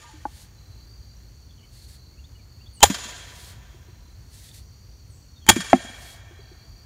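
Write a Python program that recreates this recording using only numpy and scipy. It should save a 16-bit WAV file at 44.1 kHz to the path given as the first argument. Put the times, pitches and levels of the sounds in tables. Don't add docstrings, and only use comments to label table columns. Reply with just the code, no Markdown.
import sys
import numpy as np
from scipy import signal
from scipy.fft import rfft, irfft
from scipy.io import wavfile
from scipy.ndimage import uniform_filter1d

SR = 44100
rng = np.random.default_rng(int(sys.argv[2]) if len(sys.argv) > 2 else 0)


def to_wav(sig):
    pcm = np.clip(np.atleast_2d(sig), -1, 1) * 32767
    pcm = np.round(pcm).astype(np.int16)
    wavfile.write(sys.argv[1], SR, pcm.T)


def undo_db(level):
    steps = np.asarray(level, float) / 20
    return 10 ** steps


N = 302085
LEAD = SR // 2

# start in seconds, steel in dB, log in dB, crack in dB, contact time in seconds.
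BLOWS = [
    (-.24, -12.5, 2, -14.5, 0.0086),
    (2.829, -2, -6.5, -4.5, 0.013),
    (5.489, -1, -2.5, -5, 0.014),
]
# Dull, then ringing modes of wedge and hammer head, in Hz.
DULL_HZ = [1443, 1615, 1820, 2330, 3280, 3628, 4025, 4450, 5090, 5620]
RINGING_HZ = [6400, 6600, 6890, 6975, 7170, 7272, 8760, 10700, 10780, 13750]
# t60 in seconds, level in dB in the earlier blows, in dB in the last blow.
STEEL_MODES = [(0.0053, -12, -20), (.03, -16.5, -11), (.03, -14, -6), (0.02, -15, -5), (0.048, -15.5, -9.5),
               (0.0083, -11.5, -20.5), (.02, -16, -17), (0.029, -15.5, -16), (.02, -20, -20.5),
               (0.014, -21, -20.5), (.03, -17, -16), (0.013, -13, -19), (0.02, -14.5, -16),
               (0.048, -6.5, -18), (0.039, -15.5, -10), (0.019, -14.5, -19.5), (.05, -23, -14.5),
               (0.08, -17.5, -15.5), (0.066, -21, -14.5), (.25, -35, -44)]
# mode in Hz, t60 in seconds, level in dB in the earlier blows, in dB in the last.
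LOG_MODES = [(73, 0.12, -26, -20.5), (342, 0.045, -25.5, -4), (656, 0.03, -14, -8),
             (821.2, 0.036, 11.5, 2.5), (1080, 0.025, -12, -24)]
# frequency in Hz, level in dB.
CRACK_COLOUR = [(200, -25), (600, -26), (900, -5.5), (2000, -10.5), (4000, -6.5), (5800, -11.5),
                (7000, -2.5), (9000, -20), (16000, -26.5)]

# delay after the blow in seconds, level in dB, pitch in Hz,
# t60 in seconds.
JOLT = [
    (.005, -19, 85, .18),
    (.072, -16, 198, 0.087),
    (.073, -15, 270, .055),
]
# start in seconds, pitch factor, extra delay of the rocking in seconds.
JOLTING_BLOWS = [(2.829, 1.001, -.001), (5.489, 1.23, .002)]
# mode in Hz, level in dB, t60 in seconds.
RIM_MODES = [(303, -22, 0.031), (695, -37, 0.068), (844, -14.5, 0.038), (1160, -36, 0.046),
             (1475, -31, 0.027)]
# mode in Hz, level in dB, t60 in seconds.
END_GRAIN_MODES = [(194.3, -8.5, 0.077), (254, -2.5, 0.079), (352, -10.5, 0.082), (618, -9, .035),
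                   (695, 9.5, .022), (755, -7.5, 0.061), (1085, -13.5, .035), (1317, -12, 0.031),
                   (1690, -16.5, .035), (2090, -22.5, .05), (2660, -23.5, .04), (3133, -28, .012)]
# start in seconds, level in dB, pitch in Hz, t60 in seconds.
TICKS = [(0.03, -47.5, 1200, 0.31), (.042, -46.5, 950, 0.26), (.09, -48, 870, .3),
         (0.136, -43.5, 306, 0.22), (1.168, -47, 5800, .02), (2.862, -21.5, 112, 0.06),
         (3.052, -40, 224, 0.093), (3.744, -42, 355, 0.059), (3.883, -45.5, 352, .08),
         (4.115, -55.5, 9120, .01), (4.489, -43, 3507, .022), (4.514, -41, 3600, .02),
         (5.525, -23, 200, 0.072), (5.588, -19, 186, 0.075), (5.847, -26.5, 234, 0.036),
         (5.898, -32, 235, 0.038), (6.309, -42, 347, .09), (6.391, -41, 398, .066),
         (6.515, -38, 350.6, 0.057)]

# delay in seconds, level in dB, smear in seconds.
ECHOES = [(.02, -24, 0.0082), (.069, -29, 0.0085), (.114, -30, 0.0044), (.153, -39, 0.01), (.206, -36, .01),
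          (.255, -39, 0.017), (.35, -44, .02)]
# band centre in Hz, level in dB, t60 in seconds.
TREE_LINE = [(150, -45, 0.87), (280, -41, 1.3), (520, -42.5, 2.2), (900, -46.5, 3.1), (2030, -44.5, 2.5),
             (3980, -43.5, 2.1), (6976, -40.5, 1.3), (11000, -46, 1.0), (14970, -61.5, .4)]

# start in seconds, time to full pressure in seconds, hold in seconds, level in dB.
GLOVE_SLIDES = [(0.208, .16, 0.064, -55), (1.686, 0.051, 0.11, -60.5), (1.869, 0.018, 0.063, -57.5),
                (3.154, .25, .11, -52), (4.273, 0.068, 0.15, -55.5), (4.52, 0.025, 0.039, -53),
                (5.82, 0.21, 0.11, -52.5)]
# frequency in Hz, level in dB per Hz.
GLOVE_COLOUR = [(710, -9.5), (1200, -26), (1770, -1), (2450, -6.5), (4410, 3.5), (4910, -0.5), (9210, -1),
                (14800, -9.5), (16000, -9)]

# start in seconds, length in seconds, pitch in Hz, level in dB.
TRILLS = [(0.55, .31, 4080, -64.5), (.99, 0.3, 4085, -71), (1.746, 0.36, 4070, -66),
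          (3.85, 0.33, 4075, -68.5), (6.34, .31, 4060, -67.5), (.77, 0.17, 4610, -65),
          (0.85, 0.29, 4654, -61), (1.72, .28, 4620, -69), (2.58, .2, 4580, -62.5),
          (4.6, 0.41, 4700, -69.5), (5.099, .3, 4600, -73.5), (6.385, 0.27, 4570, -63.5),
          (6.62, 0.32, 4650, -61.5), (1.74, .31, 4370, -63), (4.299, 0.38, 4370, -74),
          (5.22, 0.21, 4390, -65.5)]
# time in seconds, level in dB.
CRICKET_SWELL = [(0, -65), (.9, -63.5), (1.6, -62.5), (2.7, -62.5), (3.8, -73.5), (4.15, -64.5), (4.8, -63),
                 (5.4, -65), (6.3, -73), (6.5, -63), (6.9, -59.5)]
# time in seconds, level in dB.
KATYDID_SWELL = [(0, -68), (1.5, -66.5), (2.7, -71.5), (3.8, -67), (4.8, -64.5), (5.4, -64), (6.3, -66.5),
                 (6.9, -64)]
# band centre in Hz, width in Hz, level in dB.
FAR_KATYDIDS = [(6350, 560, -71.5), (6750, 230, -73.5)]

# delay in seconds, length in seconds, start in Hz, end in Hz, level in dB.
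PHRASE = [(0, .018, 2600, 2600, -62), (.016, .017, 2680, 2870, -55), (.068, .024, 3250, 3880, -52),
          (.178, .027, 2922, 2905, -55.5)]
PHRASE_STARTS = [2.17, 2.591]
# start in seconds, length in seconds, start in Hz, end in Hz, level in dB.
LOOSE_NOTES = [(2.13, .023, 2190, 2200, -65), (2.385, .03, 2500, 2200, -60), (2.656, .022, 3430, 3350, -50)]
# start in seconds, length in seconds, start in Hz,
# end in Hz, level in dB.
WARBLE = [(1.485, .05, 3500, 3350, -57.5), (1.567, 0.066, 3250, 2750, -56), (1.612, .06, 2400, 2140, -62),
          (1.617, 0.05, 2940, 3070, -58), (5.352, 0.0402, 3800, 3600, -51.5), (5.4, .05, 3416, 3190, -55),
          (5.44, .03, 3170, 3080, -52)]
# start in seconds, length in seconds, final pitch in Hz, level in dB,
# scatter in dB.
SEEPS = [(2.728, .075, 7810, -55.5, 2), (5.078, .09, 7470, -71, 13.5)]
# frequency in Hz, level in dB per Hz.
MEADOW_COLOUR = [(15, -41), (25, -28), (55, 2), (110, -3), (170, -16), (260, -21), (600, -31), (1200, -34),
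                 (3000, -38.5), (7600, -42.5), (9500, -44), (10500, -49.5), (11500, -44.5), (16000, -41.5)]


def rms_one(x):
    return x / np.sqrt(np.mean(x ** 2) + 1e-20)


def coloured(points, size):
    hz, level_db = np.transpose(points)
    log_hz = np.log(np.fft.rfftfreq(size, 1 / SR) + 1)
    gain = undo_db(np.interp(log_hz, np.log(hz), level_db))
    return rms_one(irfft(rfft(rng.standard_normal(size)) * gain, size))


def band_pass(low_hz, high_hz, x):
    return signal.sosfilt(signal.butter(2, [low_hz, high_hz], "band", fs=SR, output="sos"), x)


def high_pass(hz, x):
    return signal.sosfilt(signal.butter(2, hz, "high", fs=SR, output="sos"), x)


def drift(rate_hz):
    knots = rng.standard_normal(N // 64 + 2)
    r = np.exp(-128 * np.pi * rate_hz / SR)
    slow = signal.filtfilt([1 - r], [1, -r], knots)
    return np.interp(np.arange(N) / 64, np.arange(len(slow)), rms_one(slow))


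def in_time(s, values):
    return np.interp(np.arange(N) / SR, s, values, left=0, right=0)


def ring(push, hz, t60):
    r = undo_db(-60 / (t60 * SR))
    w = 2 * np.pi * hz / SR
    return signal.lfilter([0, np.sin(w)], [1, -2 * r * np.cos(w), r * r], push + 1e-18)


def add(track, s, sound):
    at = round(s * SR)
    track[at:at + len(sound)] += sound[:len(track) - at]


def hammer():
    near, spread = np.zeros((2, N + LEAD))
    for k, (s, *strength) in enumerate(BLOWS):
        direct, sent = blow(*strength, last=k == 2)
        add(near, s + LEAD / SR, direct)
        add(spread, s + LEAD / SR, sent)
    t = np.arange(SR // 4) / SR
    for s, level_db, hz, t60 in knocks():
        soft = (1 - np.exp(-t * hz * 3.0)) ** 2
        knock = undo_db(level_db - 60 * t / t60) * soft * np.sin(2 * np.pi * hz * t)
        add(near, s + LEAD / SR, knock)
        add(spread, s + LEAD / SR, 0.16 * knock)
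    echoes = signal.fftconvolve(spread, meadow_echo())[:len(near)]
    return (near + echoes)[LEAD:]


def blow(steel_db, log_db, crack_db, contact, last):
    t = np.arange(SR // 2) / SR
    sinking = np.exp(-(t / contact) ** 4)

    chatter = rng.standard_normal(len(t)) * sinking * 0.064
    chatter[0] += 1
    steel = np.zeros(len(t))
    for hz, (t60, earlier_db, last_db) in zip(DULL_HZ + RINGING_HZ, STEEL_MODES):
        steel += undo_db(steel_db + (last_db if last else earlier_db)) * ring(chatter, hz, t60)
    steel = high_pass(900, steel)

    shove = t * np.exp(-t / 0.00037)
    rough = rng.standard_normal(len(t)) * sinking * t / contact
    shove = 1.1 * shove / shove.sum() + 0.09 * rough
    log = np.zeros(len(t))
    for hz, t60, earlier_db, last_db in LOG_MODES:
        log += undo_db(log_db + (last_db if last else earlier_db)) * ring(shove, hz, t60)

    fibres = undo_db(crack_db) * coloured(CRACK_COLOUR, len(t))
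    crack = fibres * (sinking + 0.014 * np.exp(-t / 0.016))
    sharp_front = undo_db(crack_db + 24) * np.exp(-t / 3e-5)
    return steel + log + crack, 0.91 * steel + 0.036 * log + 0.34 * crack + sharp_front


def knocks():
    rows = []
    for s, pitch, late in JOLTING_BLOWS:
        for k, (delay, level_db, hz, t60) in enumerate(JOLT):
            rocking_delay = late if k > 0 else 0
            rows.append((s + delay + rocking_delay, level_db, hz * pitch, t60))
    for s, modes in [(.2522, RIM_MODES), (5.7295, END_GRAIN_MODES)]:
        for hz, level_db, t60 in modes:
            rows.append((s + .9 / hz, level_db, hz, t60))
    return rows + TICKS


def meadow_echo():
    t = np.arange(2 * SR) / SR
    echoes = np.zeros(len(t))
    u = t[:SR // 10]
    for delay, level_db, smear in ECHOES:
        burst = rng.standard_normal(len(u)) * np.exp(-u / smear) * (1 - np.exp(-u / .004))
        add(echoes, delay, undo_db(level_db + 6) * burst / np.sqrt(np.sum(burst ** 2)))
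    out = band_pass(600, 9000, echoes)
    for hz, level_db, t60 in TREE_LINE:
        swell = (1 - np.exp(-t / 0.033)) * undo_db(1.8 * drift(22)[:len(t)])
        scatter = band_pass(hz / 1.456, min(hz * 1.33, .45 * SR), rng.standard_normal(len(t)))
        out += undo_db(level_db - 13.0 - 60 * t / t60) * swell * scatter
    return out


def glove():
    gain = np.zeros(N)
    for start, attack, hold, level_db in GLOVE_SLIDES:
        end = start + attack + hold
        s = [start - .1, start, start + attack, end, end + .07]
        shape_db = in_time(s, [40, 41, 60, 60, 35])
        gain += undo_db(level_db - 60 + shape_db) * (shape_db > 0)
    return gain * undo_db(3.0 + 0.73 * drift(60)) * coloured(GLOVE_COLOUR, N)


def birds():
    out, flutter = np.zeros(N), drift(150)
    song = [(s + delay, *note) for s in PHRASE_STARTS for delay, *note in PHRASE] + LOOSE_NOTES
    for notes, blur in [(song, .1), (WARBLE, 0.6)]:
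        for s, length, start_hz, end_hz, level_db in notes:
            u = np.linspace(0, 1, round(length * SR))
            phase = 2 * np.pi * np.cumsum(start_hz + (end_hz - start_hz) * u) / SR
            shake = 1 - blur + blur * flutter[round(s * SR):][:len(u)]
            swell = np.abs(np.sin(np.pi * u)) ** .7
            add(out, s, undo_db(level_db) * shake * swell * np.sin(phase))
    for delay in (.025, .045):
        add(out, delay, undo_db(-16.5) * out.copy())
    return out + seeps()


def seeps():
    out = np.zeros(N)
    top_hz, hold, fall = 9350, .02, 0.014
    scatter = rng.standard_normal(SR // 2) * np.exp(-np.arange(SR // 2) / SR / .08)
    scatter /= np.sqrt(np.sum(scatter ** 2))
    for s, length, end_hz, level_db, scatter_db in SEEPS:
        t = np.arange(round(length * SR)) / SR
        pitch = end_hz + (top_hz - end_hz) * np.exp(-np.maximum(t - hold, 0) / fall)
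        swell = np.sin(np.pi * t / length) ** .7
        call = undo_db(level_db) * swell * np.sin(2 * np.pi * np.cumsum(pitch) / SR)
        add(out, s, call)
        add(out, s, undo_db(scatter_db) * signal.fftconvolve(call, scatter))
    return out


def insects():
    out = undo_db(in_time(*np.transpose(CRICKET_SWELL))) * chorus(4440, width_hz=340)
    fade = .03
    for s, length, hz, level_db in TRILLS:
        gate = in_time([s, s + fade, s + length - fade, s + length + fade], [0, 1, 1, 0])
        strokes_per_s = 13 + 6.85 * hz / 1e3
        out += undo_db(level_db + 2.3 * drift(25)) * gate * trill(hz, strokes_per_s, duty=.65, sweep_hz=40)
    katydid = 0.5 * trill(5750, 38, duty=.7, sweep_hz=515) + 0.47 * chorus(5800, width_hz=500)
    out += undo_db(in_time(*np.transpose(KATYDID_SWELL))) * katydid
    out += undo_db(-78.5) * trill(7225, 46, duty=.5, sweep_hz=80)
    for hz, width_hz, level_db in FAR_KATYDIDS:
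        out += undo_db(level_db) * chorus(hz, width_hz)
    return out


def trill(hz, strokes_per_s, duty, sweep_hz):
    stroke = np.cumsum(strokes_per_s * (1 + 0.0067 * drift(2))) / SR % 1 / duty
    stroke = np.minimum(stroke, 1)
    gate = 0.24 + np.sin(np.pi * stroke)
    pitch = hz * (1 + 0.0035 * drift(3)) + sweep_hz * (.5 - stroke)
    return rms_one(gate * np.sin(2 * np.pi * np.cumsum(pitch) / SR))


def chorus(hz, width_hz):
    band = band_pass(hz - width_hz / 2, hz + width_hz / 2, rng.standard_normal(N))
    return rms_one(band * undo_db(1.2 * drift(8.7)))


def meadow_air():
    return undo_db(-46.5 + 1.0 * drift(2)) * coloured(MEADOW_COLOUR, N)


def scene():
    return (hammer() + glove() + birds() + insects() + meadow_air())[None]


def overload_lead_in(x):
    over = uniform_filter1d(np.abs(high_pass(3000, x)), size=128) > .12
    front = x * over * (1 - signal.lfilter([.006], [1, -.994], over))
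    early_bursts = undo_db(-25) * np.roll(front, -1024) + undo_db(-30) * np.roll(front, -512)
    early_bursts = signal.lfilter([.7], [1, -.3], early_bursts)
    backwards = front[::-1]
    whistle = undo_db(-32) * ring(backwards, 3100, 0.032) + undo_db(-43.5) * ring(backwards, 880, 0.03)
    return (early_bursts + whistle[::-1]) * ~over


def top_cut(x):
    return signal.sosfilt(signal.butter(12, 16380, fs=SR, output="sos"), x)


def record(dry):
    cut = signal.sosfilt(signal.cheby2(14, 40, 16000, fs=SR, output="sos"), dry[0])
    clipped = np.clip(cut, -1, 1)
    mix = (clipped + overload_lead_in(clipped))[None]
    return top_cut(mix)


dry = scene()
out = record(dry)
to_wav(out)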